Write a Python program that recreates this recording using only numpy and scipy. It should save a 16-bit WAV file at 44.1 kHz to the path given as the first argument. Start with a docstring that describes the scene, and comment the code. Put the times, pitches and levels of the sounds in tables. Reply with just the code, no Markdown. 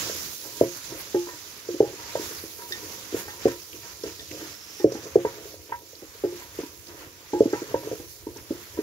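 """A strong fry hiss, soon fainter, with bright ticks and flares: steam bubbles as shaped noise and packets.
A wooden paddle knocks and scrapes a wide metal pot of shredded vegetables: thumps, slips, dying modes.
Small metal clinks ring, and a steam whistle (narrow noise) glides upward midway.
Lumpy low noise makes the rumble of a wood fire together with the thudding, rocking pot;
a limiter ducks the whole mix after the loudest knocks."""
import sys
import numpy as np
from scipy import signal
from scipy.io import wavfile
from scipy.ndimage import uniform_filter1d, minimum_filter1d

SR = 44100
rng = np.random.default_rng(int(sys.argv[2]) if len(sys.argv) > 2 else 0)


def to_wav(s):
    """Save 16-bit WAV."""
    ch = np.atleast_2d(s).T  # columns
    pcm = np.round(np.clip(ch, -1, 1) * 32767)  # PCM
    wavfile.write(sys.argv[1], SR, pcm.astype(np.int16))


N = 388962


def amp(db):
    """Decibels to gain."""
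    return 10 ** (np.asarray(db) / 20)


def even(x):
    """Scales to rms 1."""
    return x / np.sqrt(np.mean(x ** 2) + 1e-20)


def read(points, hz):
    """Reads a spectrum on a log-frequency axis."""
    f, value = np.transpose(points)
    return np.interp(np.log(hz + 1), np.log(f + 1), value)


def follow(rows, t):
    """Columns of a curve table at times t; end rows hold outside the table."""
    s, *columns = np.transpose(rows)
    return [np.interp(t, s, c) for c in columns]


def add(mix, s, sound):
    """Mixes a sound in at time s."""
    part = mix[..., round(s * SR):][..., :sound.shape[-1]]
    part += sound[..., :part.shape[-1]]


def pan(left_minus_right_db):
    """Left and right gains for a level difference."""
    return amp(np.multiply.outer([.5, -.5], left_minus_right_db))


def smooth_noise(count, width):
    """Random curve averaged over width steps, rms 1."""
    return even(uniform_filter1d(rng.standard_normal(count), width))


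def ring(modes, extra_db=0., longer=1., rise_s=0.017, phase_rad=0.):
    """Sum of dying sines with a soft onset; longer scales each t60."""
    hz, db, t60_s = np.transpose(modes)[:, :, None]
    t = np.arange(SR // 3) / SR
    decay = amp(db + extra_db - 60 * t / (t60_s * longer))
    waves = decay * np.sin(2 * np.pi * hz * t + phase_rad)
    return waves.sum(0) * (1 - np.exp(-t / rise_s))


def packet(hz, cycles, length=2000):
    """Wave packet that swells over some cycles, then dies away."""
    t = np.arange(length) / SR
    u = t * hz / cycles
    return (u * np.exp(1 - u)) ** 2.32 * np.sin(2 * np.pi * hz * t + 3.17)


def noise(field_db, same, size):
    """Two-channel noise from random short-time spectra; field_db(hz, t) gives spectrum and level course."""
    hop = size // 4
    hz, t = np.fft.rfftfreq(size, 1 / SR), np.arange(N // hop + 5) * hop / SR
    a, b, c, d = rng.standard_normal((len(t), len(hz), 4)).T
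    same = np.clip(same(hz), -1, 1)[:, None]
    left = a + 1j * b
    right = same * left + np.sqrt(1 - same ** 2) * (c + 1j * d)
    shape_db, level_db = field_db(hz, t)
    spectra = np.array([left, right]) * amp(shape_db)
    waves = signal.istft(spectra, nperseg=size, noverlap=size - hop)[1]
    return even(waves[:, :N]) * amp(level_db)


# frying hiss course, fading overall, with a brief dip after the loud knock at 4.84 s:
# (time [s], hiss level [dB], low fizz against hiss [dB], top against hiss [dB])
FRYING_COURSE = [(0, -27, -2, -4), (0.14, -29, -11, -5.5), (0.22, -32.5, -6.5, -2), (0.4, -37, -10.5, 0.5),
                 (0.86, -36, -6, -4.5), (1.5, -41, -5, -3), (2.06, -38, -2.5, -7), (2.55, -40.5, -7, 2),
                 (3.1, -38.5, -3, -3.5), (3.66, -42.5, -6.5, 0), (4.27, -40.5, -8.5, -4.5),
                 (4.6, -42.5, -5, -4.5), (4.84, -42.5, -2, -1.5), (4.865, -46.5, 0.1, -3.5),
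                 (4.93, -43, 0.5, -3), (5.3, -42.5, 1.5, -3), (5.65, -47, -8.5, -1),
                 (5.85, -46.5, -7.5, -2.1), (6.3, -43.5, -2.5, -2), (6.8, -46, -5.5, 1),
                 (7.17, -48, -1.5, -1), (7.45, -40, -4.5, -6.5), (8.0, -43, -3, 1), (8.2, -48.5, -5, 1),
                 (8.82, -42.5, -3, -1)]
# wet leaves flare on hot metal:
# (time [s], level change [dB], half-width at half height [s], low fizz change [dB], top change [dB])
LEAF_FLARES = [(0.64, 0, 0.033, 8, 0.5), (1, -0.5, 0.023, 6.5, 7.5), (2.27, 5.5, 0.12, 1, 1),
               (2.768, 3.5, .03, 3, -5.5), (2.906, 3, 0.068, 0.5, 0), (3.198, 3.5, 0.037, 3.5, 5),
               (3.469, 5.5, 0.053, 6, -4.5), (3.88, 2.5, 0.046, 4.5, -3), (4.082, 3, 0.033, 3.5, -2.5),
               (4.433, 4, 0.075, 3, 1), (4.761, 2, .06, -2.5, -0.5), (4.95, 6.5, 0.022, -10, -7.5),
               (5.041, 4.5, 0.01, -7.5, -4), (5.49, 4, 0.054, -2, 0.1), (5.728, -1.7, .04, 13, 1.5),
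               (6.392, 5, 0.039, 1.5, -2.5), (6.612, 5.5, 0.048, 3, -4), (6.907, 0.5, 0.019, 7.5, -2),
               (7.015, 3.5, .05, 6.5, -1), (7.33, 3, 0.014, -3.5, -6), (7.58, 1, 0.055, 5, 0),
               (7.741, -1.2, 0.035, 8.5, 0), (7.888, 3.5, 0.035, 3, -2.5), (8.14, 3, 0.065, -5.5, -0.5),
               (8.387, 0, 0.019, 8, 2), (8.542, 1, 0.1, 2.5, -0.5)]


def heat(t):
    """Frying level, low fizz and top in dB: the fading course plus a smooth hump per flare."""
    course = np.array(follow(FRYING_COURSE, t))
    for s, level_db, half_s, low_db, top_db in LEAF_FLARES:
        near = slice(*np.searchsorted(t, [s - 2 * half_s, s + 2 * half_s]))
        hump = np.cos(np.pi / 4 * (t[near] - s) / half_s) ** 2
        course[:, near] += np.outer([level_db, low_db, top_db], hump)
    return course


# hiss spectrum: (frequency [Hz], density [dB per Hz])
HISS_SPECTRUM = [(350, -5), (700, -8.5), (1040, -4), (1400, -4), (2200, -3.5), (3170, -5), (4500, -3.5),
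                 (6000, -1.5), (7170, -3.5), (8220, -17.5), (9500, -11), (11700, -6.5), (15000, -9),
                 (16000, -4.5)]
# left-right likeness of the hiss: (frequency [Hz], correlation [1])
HISS_LIKENESS = [(550, 0.69), (1650, 0.023), (5000, 0.011)]
# hiss balance: (frequency [Hz], left minus right [dB])
HISS_LEAN = [(60, 4), (150, -12.5), (380, 6), (950, -2.5), (2380, 0.5), (5980, -8), (15000, -5.5)]
DRIFT_DB_PER_S = 0.28  # hiss above the low fizz drifts leftward


def frying():
    """Countless bursting steam bubbles: hiss with drifting patches and a shared flicker."""
    def field(hz, t):
        _, low_db, top_db = heat(t)
        low, top = np.clip((4200 - hz) / 2700.0, 0, 1), np.clip((hz - 7400) / 1200., 0, 1)
        tilt_db = np.outer(low, low_db - low_db.mean()) + np.outer(top, top_db - top_db.mean())
        patches = uniform_filter1d(rng.standard_normal(tilt_db.shape), 6, 0)  # along frequency
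        patches = even(uniform_filter1d(patches, 30, 1))  # along time
        flicker_db = 0.97 * rng.standard_normal(len(t)) + 0.63 * smooth_noise(len(t), 30)
        wander_db = DRIFT_DB_PER_S * (t - t.mean()) + 0.93 * smooth_noise(len(t), 40)
        lean_db = read(HISS_LEAN, hz)[:, None] + (1 - low[:, None]) * wander_db
        shape_db = read(HISS_SPECTRUM, hz)[:, None] + tilt_db + 1.3 * patches + flicker_db
        shape_db = shape_db + np.multiply.outer([.5, -.5], lean_db)
        return shape_db, heat(np.arange(N) / SR)[0]
    return noise(field, lambda hz: read(HISS_LIKENESS, hz), size=256)


CRACKLE_DB, POPS_PER_S = -16, 600.  # level against the hiss; mean rate


def crackle():
    """Small bubbles popping at random over the hiss: short packets in 16 pitches."""
    level_db, out = heat(np.arange(N) / SR)[0], np.zeros((2, N))
    size_db = 3.5 * np.minimum(rng.exponential(1, N), 3.5)
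    pops = amp(size_db) * (rng.random(N) < POPS_PER_S / SR)
    pitches_hz = np.geomspace(2500, 14500, 16)
    kind = rng.integers(0, len(pitches_hz), N)
    for k, hz in enumerate(pitches_hz):
        grain = amp(read(HISS_SPECTRUM, hz)) * (hz / 6000) ** 1.46 * packet(hz, 2.46, length=300)
        place = pan(read(HISS_LEAN, hz) + 3 * rng.standard_normal())[:, None]
        out += place * signal.oaconvolve(pops * (kind == k), grain)[:N]
    return amp(level_db + CRACKLE_DB) * even(out)


# short bright ticks, spits of fat and the bright attacks of metal clinks:
# (time [s], level [dB], frequency [Hz], left minus right [dB])
BRIGHT_TICKS = [(1.2456, -38, 5500, -5.5), (1.388, -37, 5980, -24), (2.582, -32, 5800, -6.5),
                (2.62, -23, 1400, 0.1), (2.7232, -19.5, 4750, -8), (3.1667, -35, 2640, -1),
                (3.4516, -36, 4890, -6), (3.4815, -29, 7020, -13), (3.729, -25, 2780, 3),
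                (3.75, -30, 2820, 3), (4.0362, -25, 5450, -10), (4.1944, -26, 3600, -2),
                (4.3125, -22.5, 2240, 2), (4.7955, -35, 5480, 1), (4.92, -22, 5780, -6),
                (5.0449, -30, 5710, -6.0), (5.1577, -33, 5440, -7), (5.952, -30, 4740, -6),
                (6.2891, -36, 6270, -4.5), (6.6124, -30, 4820, -1), (6.869, -30, 4940, -2.0),
                (6.883, -32, 5500, -13), (7.39, -32.5, 6690, -7), (7.457, -28, 6010, -3),
                (7.5028, -28, 5910, -3), (7.5266, -26.5, 6000, -7), (8.37, -27, 5730, -4.0)]


def ticks():
    """Spits and bright clink attacks: a crack of noise that rings for a few cycles."""
    out, t = np.zeros((2, N)), np.arange(700) / SR
    bursts = rng.standard_normal((len(BRIGHT_TICKS), 2, len(t)))
    for (s, db, hz, pan_db), puff in zip(BRIGHT_TICKS, bursts):
        resonance = signal.iirpeak(hz, 2.5, fs=SR)
        tone = signal.lfilter(*resonance, signal.lfilter(*resonance, puff))
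        tone = tone + 0.089 * np.gradient(puff, axis=1)  # bright crack
        add(out, s, amp(db) * pan(pan_db)[:, None] * tone * np.exp(-t / 0.0061))
    return out


# paddle blows: (time [s], level [dB], thump [Hz], then drives against the thump:
# rim [dB], struck rim place [Hz], upper rim [dB], pot tone [dB])
PADDLE_BLOWS = [(0.096, -23, 505, -35, 810, -11, -22), (0.447, -38, 420, -10, 835, -8, -6),
                (0.611, 1, 450, -33, 960, -47, -15.5), (0.918, -30.5, 367, -22, 1010, -15, -8),
                (1.143, -12.5, 356, -18.5, 847, -23.5, 4), (1.268, -34.5, 355, -2.5, 960, -11, -10),
                (1.286, -37, 415, 3.5, 980, -3, -25), (1.687, -22, 420, -37, 990, -23, 2.5),
                (1.741, -23.5, 348, -40, 904, -28, -21), (1.803, -3, 433, -21, 812, -40, -26),
                (1.826, -13.5, 405, -21, 810, -36, -18), (1.93, -31, 343, -22, 920, -24, -19),
                (2.153, -14, 567, -15.5, 950, -21, -19), (2.172, -25, 520, -25, 950, -20, -20),
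                (2.195, -28, 350, -22, 960, -17, -15), (2.308, -34.5, 466, -21, 999, -18, -1),
                (2.435, -30.5, 312, -38, 930, -21, -10), (2.588, -42, 404, -2, 975, -5, -17),
                (2.705, -36, 360, -14, 853, -5, 1.5), (3.124, -24, 312, -32, 996, -32, -2.5),
                (3.143, -14.5, 386, -38, 953, -26, -30), (3.279, -33, 420, -5, 826, -1, -25),
                (3.454, -2, 410, -27.5, 740, -48, -16.5), (3.479, -24.5, 315, -10.5, 1003, -10, -23),
                (3.741, -39, 360, -28, 816, -19, -2), (4.036, -23, 440, -25, 999, -16, -17),
                (4.053, -22.5, 397, -28, 860, -33, -12), (4.309, -31.5, 336, -38, 910, -29, 0),
                (4.405, -33, 320, -27, 860, -8, -5), (4.798, -30.5, 370, -10, 830, -19, 5.5),
                (4.843, 3, 437, -55, 824, -51, -23), (4.919, -20, 455, -23, 975, -22, -6),
                (4.949, -25, 289, -12.5, 820, -14, -6), (5.062, -30, 432, -25, 950, -15, -26),
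                (5.156, -2, 418, -31, 800, -43, -12), (5.248, -12, 484, -11.5, 951, -20, -38),
                (5.379, -37, 438, -16, 945, -8, -24), (5.453, -34.5, 433, -28, 910, -16, -14),
                (5.54, -34.5, 553, -28, 980, -23, -11), (5.629, -47, 330, -25, 950, -19, -18),
                (5.693, -33.5, 430, -12, 940, -29, -15), (5.72, -35, 427, 13, 951, 7, -21),
                (5.93, -41, 484, -19, 960, -21.5, -16), (5.961, -47, 400, -17, 940, -22, -20),
                (6.02, -29, 326, -26, 802, -29, -23), (6.149, -42, 440, -12, 970, -20, -20),
                (6.237, -13, 355, -26, 835, -28.5, -3.5), (6.322, -31.5, 370, -25, 930, -26, 3.5),
                (6.418, -45, 403, 3, 970, 4, -18), (6.587, -18, 393, -23, 970, -31, -37),
                (6.631, -30, 298, -9, 962, -23, -8), (7.332, -15, 356, -8.5, 849, -23, 1.5),
                (7.405, -1, 414, -56, 856, -54, -31), (7.455, -11, 298, -29, 850, -43, -13),
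                (7.53, -14, 390, -16, 824, -14.5, -16), (7.617, -21.5, 360, -36, 940, -19, -24),
                (7.742, -10.5, 486, -14, 944, -22, -40), (7.832, -33, 566, -12, 956, -19, -4),
                (7.87, -24, 450, -39, 940, -32, -18), (7.913, -18.5, 436, -40, 931, -25, -33),
                (7.929, -23.5, 490, -37, 835, -24, -23), (7.997, -33.5, 324, -18, 804, -14, -7),
                (8.267, -26, 342, -13, 947, -30, -6), (8.36, -36, 312, -13, 916, -17, -5),
                (8.505, -16.5, 312, -34, 865, -37, -10), (8.787, -19, 325, -30, 960, -27, -19)]
# pot floor modes: (frequency [Hz], level [dB], unscaled t60 [s])
FLOOR_MODES = [(225, -22.5, 0.058), (271.3, -7.5, 0.23), (312, 2.5, 0.16), (380.5, -15, 0.39),
               (420, 8, 0.11), (455, -7, 0.3), (484, 3.5, 0.12), (540, -7, 0.3), (557.3, -2, 0.15),
               (613, -2.5, 0.085), (644.5, -6, 0.13), (660, -8.5, 0.21), (707, -8.5, 0.17)]
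# pot rim modes: (frequency [Hz], level [dB], unscaled t60 [s])
RIM_MODES = [(821, 0, .3), (858, 0, .42), (955, 0, .24), (985, -2, .2), (1040, -8, .15), (1190, -9, .15),
             (1335, -5, .22), (1480, -10, .1), (1600, -6, .22), (1700, -10, .1), (1835, -3, .22),
             (2035, -8, .22), (2300, -12, .1)]
# whole pot rocking on its stones: (frequency [Hz], level [dB], t60 [s])
ROCKING_MODES = [(75.5, 3.8, 0.1), (117.4, 8.5, 0.15), (133.2, 0.5, 0.23), (189.3, -0.5, 0.2)]
# pot tone near 350 Hz with its own level for each blow: (frequency [Hz], level [dB], unscaled t60 [s])
POT_TONE = [(349.8, -2, 0.26)]
# floor ring against the thump; deep blows ring more; harder blows shorten the ring
RING_DB, RING_DB_PER_OCT, RING_LENGTH, PRESS_PER_DB = -13.5, -9.5, 0.69, 0.006
RIM_LENGTH, EDGE_LENGTH = 0.7, 0.53  # t60 factors; modes from 1100 Hz up have the shorter one
RIM_FOCUS_DB_PER_OCT2 = 2500.  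# a blow wakes mostly the rim mode nearest its place
SWAY_DB, SWAY_PER_DB = -32, 0.94  # rocking after a 0 dB blow; growth with the blow
BOUNCE_S, BOUNCE_DB = 0.019, -18  # median delay and level of the paddle's second touch


def knocks():
    """Each blow: a thump of the air in the pot, a clack of the wall, then modes near the struck place."""
    out = np.zeros(N)
    floor_hz, rim_hz = np.array(FLOOR_MODES)[:, :1], np.array(RIM_MODES)[:, :1]
    floors, rims = len(FLOOR_MODES), len(RIM_MODES)
    luck = rng.standard_normal((len(PADDLE_BLOWS), 2 * floors + rims))[:, :, None]
    bounce = rng.standard_normal((len(PADDLE_BLOWS), 2))
    sway, pot_tone = ring(ROCKING_MODES, rise_s=0.0045), ring(POT_TONE, rise_s=0.015)
    high_pass = signal.butter(2, 170., "high", fs=SR)
    for blow, chance, again in zip(PADDLE_BLOWS, luck, bounce):
        s, db, hz, rim_db, rim_at_hz, edge_db, tone_db = blow
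        thump = signal.lfilter(*high_pass, packet(hz, 1.305))
        clack = amp(rim_db + 4.5) * packet(rim_at_hz, 4.4) + amp(edge_db - 4.0) * packet(1590.0, 10.0)
        hit = thump + clack

        near_db = -12. * np.log2(floor_hz / hz) ** 2 + 3.1 * chance[:floors]
        floor_db = near_db + RING_DB + RING_DB_PER_OCT * np.log2(hz / 400)
        phase_rad = 1.5 * chance[floors:-rims]
        floor = ring(FLOOR_MODES, floor_db, RING_LENGTH - PRESS_PER_DB * db, 0.003, phase_rad)

        off_db = np.minimum(RIM_FOCUS_DB_PER_OCT2 * np.log2(rim_hz / rim_at_hz) ** 2, 22.)
        near_db = np.where(rim_hz < 1100, rim_db - off_db, edge_db + 2.8 * chance[-rims:])
        rim_length = np.where(rim_hz < 1100, RIM_LENGTH, EDGE_LENGTH)
        rim = ring(RIM_MODES, near_db - 2.5, rim_length, 0.0029)

        add(out, s, amp(db) * hit)
        add(out, s + BOUNCE_S * amp(1.556 * again[0]), amp(db + BOUNCE_DB + 3.4 * again[1]) * hit)
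        rocking = amp(SWAY_DB + SWAY_PER_DB * db) * sway
        add(out, s, amp(db) * (floor + rim + amp(tone_db) * pot_tone) + rocking)
    return out


# paddle strokes along the metal: (start [s], length [s], level [dB], rim against level [dB])
PADDLE_STROKES = [(0, 0.23, -40, -9), (0.397, 0.36, -56.5, -1), (0.894, 0.11, -44, -11),
                  (1.315, 0.15, -63, 8), (1.843, 0.11, -41, -11), (1.962, 0.27, -51.5, 6),
                  (2.17, 0.27, -51, -10), (2.57, 0.15, -58, 8), (2.756, 0.32, -49, -7),
                  (3.145, 0.36, -54.5, 6), (3.497, 0.11, -50, -4), (3.717, 0.14, -54, -8),
                  (3.795, 0.27, -58.5, 4), (4.065, 0.11, -52, 0), (4.187, 0.056, -54, -19),
                  (4.296, 0.25, -45.5, -21), (4.905, .2, -45, -11), (5.268, 0.4, -52.5, -14),
                  (6.3, 0.25, -59, 2), (6.855, .25, -51, -13), (7.347, 0.12, -42, -10),
                  (7.526, .1, -46, 7.5), (7.65, 0.46, -43.5, -9), (8.285, 0.15, -57, -12),
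                  (8.524, 0.11, -51, -7), (8.769, 0.05, -41.5, -6)]
STROKE_RISE = .15  # share of a stroke
MURMUR_DB, MURMUR_RIM_DB = -57.5, -13.5  # leaves shifting between strokes; rim against it
GRIND_DB, SLIPS_PER_S = -10, 500.  # rocking on the stones against the scrape; mean rate


def scrape():
    """Uneven slips of wood and leaves on metal keep the pot modes murmuring; each stroke swells and fades."""
    level, rim_level = np.full(N, amp(MURMUR_DB)), np.full(N, amp(MURMUR_DB + MURMUR_RIM_DB))
    for s, length_s, db, rim_db in PADDLE_STROKES:
        u = np.arange(0, length_s, 1 / SR) / length_s
        stroke = np.minimum(u / STROKE_RISE, 1) * (1 - u ** 2.25)
        add(level, s, amp(db) * stroke)
        add(rim_level, s, amp(db + rim_db) * stroke)
    size_db = 4 * np.minimum(rng.exponential(1, N), 4)
    slips = amp(size_db) * rng.standard_normal(N) * (rng.random(N) < SLIPS_PER_S / SR)

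    def shake(response):
        return even(signal.oaconvolve(slips, response)[:N])

    rim_modes = RIM_MODES[2:]
    rim_db = -7. * np.log2(np.array(rim_modes)[:, :1] / rim_modes[0][0])  # upper modes speak less
    floor = shake(ring(FLOOR_MODES + POT_TONE, longer=0.88))
    rim = shake(ring(rim_modes, rim_db, 0.48))
    grind = shake(ring(ROCKING_MODES))
    return level * (floor + amp(GRIND_DB) * grind) + rim_level * rim


# small metal clinks: (time [s], level [dB])
CLINK_TIMES = [(2.7214, -31.5), (3.3034, -37), (4.195, -41), (4.7944, -41.5), (5.0194, -54)]
# clink modes: (frequency [Hz], level [dB], t60 [s])
CLINK_MODES = [(1835, 1, .17), (1800, -6, .12), (1930, -6, .12), (3590, -2, .1), (3665, -2, .08),
               (4850, -6, .05)]


def clinks():
    """Small metal modes struck by a briefly chattering contact."""
    out = np.zeros(N)
    chatter = np.exp(-np.arange(900) / SR / .002)
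    contacts = rng.standard_normal((len(CLINK_TIMES), 900)) * chatter
    body = ring(CLINK_MODES, rise_s=0.00067)
    for (s, db), contact in zip(CLINK_TIMES, contacts):
        add(out, s, amp(db) * signal.oaconvolve(contact / np.linalg.norm(contact), body))
    return out


# steam through a gap in the leaves: (time [s], frequency [Hz], level before pan [dB])
STEAM_GLIDE = [(4.1, 4880, -60), (4.3, 5050, -56), (4.55, 5355, -52.5), (4.8, 5520, -48.5),
               (4.95, 5800, -54), (5.08, 6060, -54), (5.22, 6600, -60), (5.35, 7400, -79)]


def whistle():
    """Steam tone: noise 300 Hz wide on a carrier that glides upward."""
    hz, db = follow(STEAM_GLIDE, np.arange(N) / SR)
    pole = np.exp(-np.pi * 300. / SR)
    slow = signal.lfilter([1], [1, -pole], rng.standard_normal(N) + 1j * rng.standard_normal(N))
    carrier = np.exp(2j * np.pi * np.cumsum(hz) / SR)
    return pan(-9.5)[:, None] * amp(db) * even((slow * carrier).real)


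# low rumble of the fire together with the thudding and rocking pot: (time [s], level [dB])
RUMBLE_COURSE = [(0.0, -50.5), (0.42, -64), (1.13, -57), (1.45, -61), (1.89, -57), (2.01, -60), (3.37, -55),
                 (3.93, -56.5), (4.17, -55), (4.79, -60), (5.01, -52.5), (5.8, -59), (6.46, -56),
                 (7.37, -56), (7.54, -59), (7.93, -52.5), (8.4, -53), (8.82, -51)]
# rumble spectrum: (frequency [Hz], density [dB per Hz])
RUMBLE_SPECTRUM = [(15, -59), (30, -41), (45, -20), (76, 10.5), (105, -2), (200, -24), (340, -65)]


def rumble():
    """Lumpy low rumble of fire and thudding, rocking pot: noise with a randomly wavering level."""
    def field(hz, t):
        lumps_db = 3.9 * smooth_noise(len(t), 4)
        level_db = follow(RUMBLE_COURSE, np.arange(N) / SR)[0]
        return read(RUMBLE_SPECTRUM, hz)[:, None] + lumps_db, level_db
    return noise(field, lambda hz: 0.49 + 0 * hz, size=2048)


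def scene():
    """The pot reaches the left port a little before the right, with a reflection from the ground."""
    pot = knocks() + clinks() + scrape()
    echo = signal.lfilter([1, -1], 1, np.roll(pot, round(0.0031 * SR))) * 3.8  # treble-tilted
    left = pot + 0.067 * echo
    right = np.roll(pot, 8) - 0.3 * echo  # longer way round, in samples
    pot_stereo = pan(-1.2)[:, None] * np.array([left, right])
    return pot_stereo + frying() + ticks() + crackle() + whistle() + rumble()


MIC_LOW_HZ, EDGE_HZ = 47, 15750
LIMIT_DB, RECOVERY_DB_PER_S = -9.5, 60.


def record(dry):
    """Bass cut, a limiter that ducks everything after the loudest blows, a peak guard, then the band limit."""
    bass_cut = signal.butter(2, MIC_LOW_HZ, "high", fs=SR, output="sos")  # small microphones
    dry = signal.sosfilt(bass_cut, dry)
    power_db = 10 * np.log10(abs(uniform_filter1d((dry ** 2).mean(0), 100)) + 1e-12)
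    fall_db = np.arange(N) * RECOVERY_DB_PER_S / SR
    peak_db = np.maximum.accumulate(power_db + fall_db) - fall_db
    over_db = np.maximum(peak_db - LIMIT_DB, 0)
    late_db = signal.lfilter([.004], [1, -.996], over_db)  # gain lags a few ms
    ducked = dry / amp(.5 * late_db)  # half the overshoot
    room = np.minimum(.98 / (abs(ducked).max(0) + 1e-9), 1)
    ducked = ducked * uniform_filter1d(minimum_filter1d(room, size=301), size=151)
    low_pass = signal.firwin(2047, EDGE_HZ, window=("kaiser", 9), fs=SR)
    return signal.oaconvolve(ducked, low_pass[None], "same")


dry = scene()
out = record(dry)
to_wav(out)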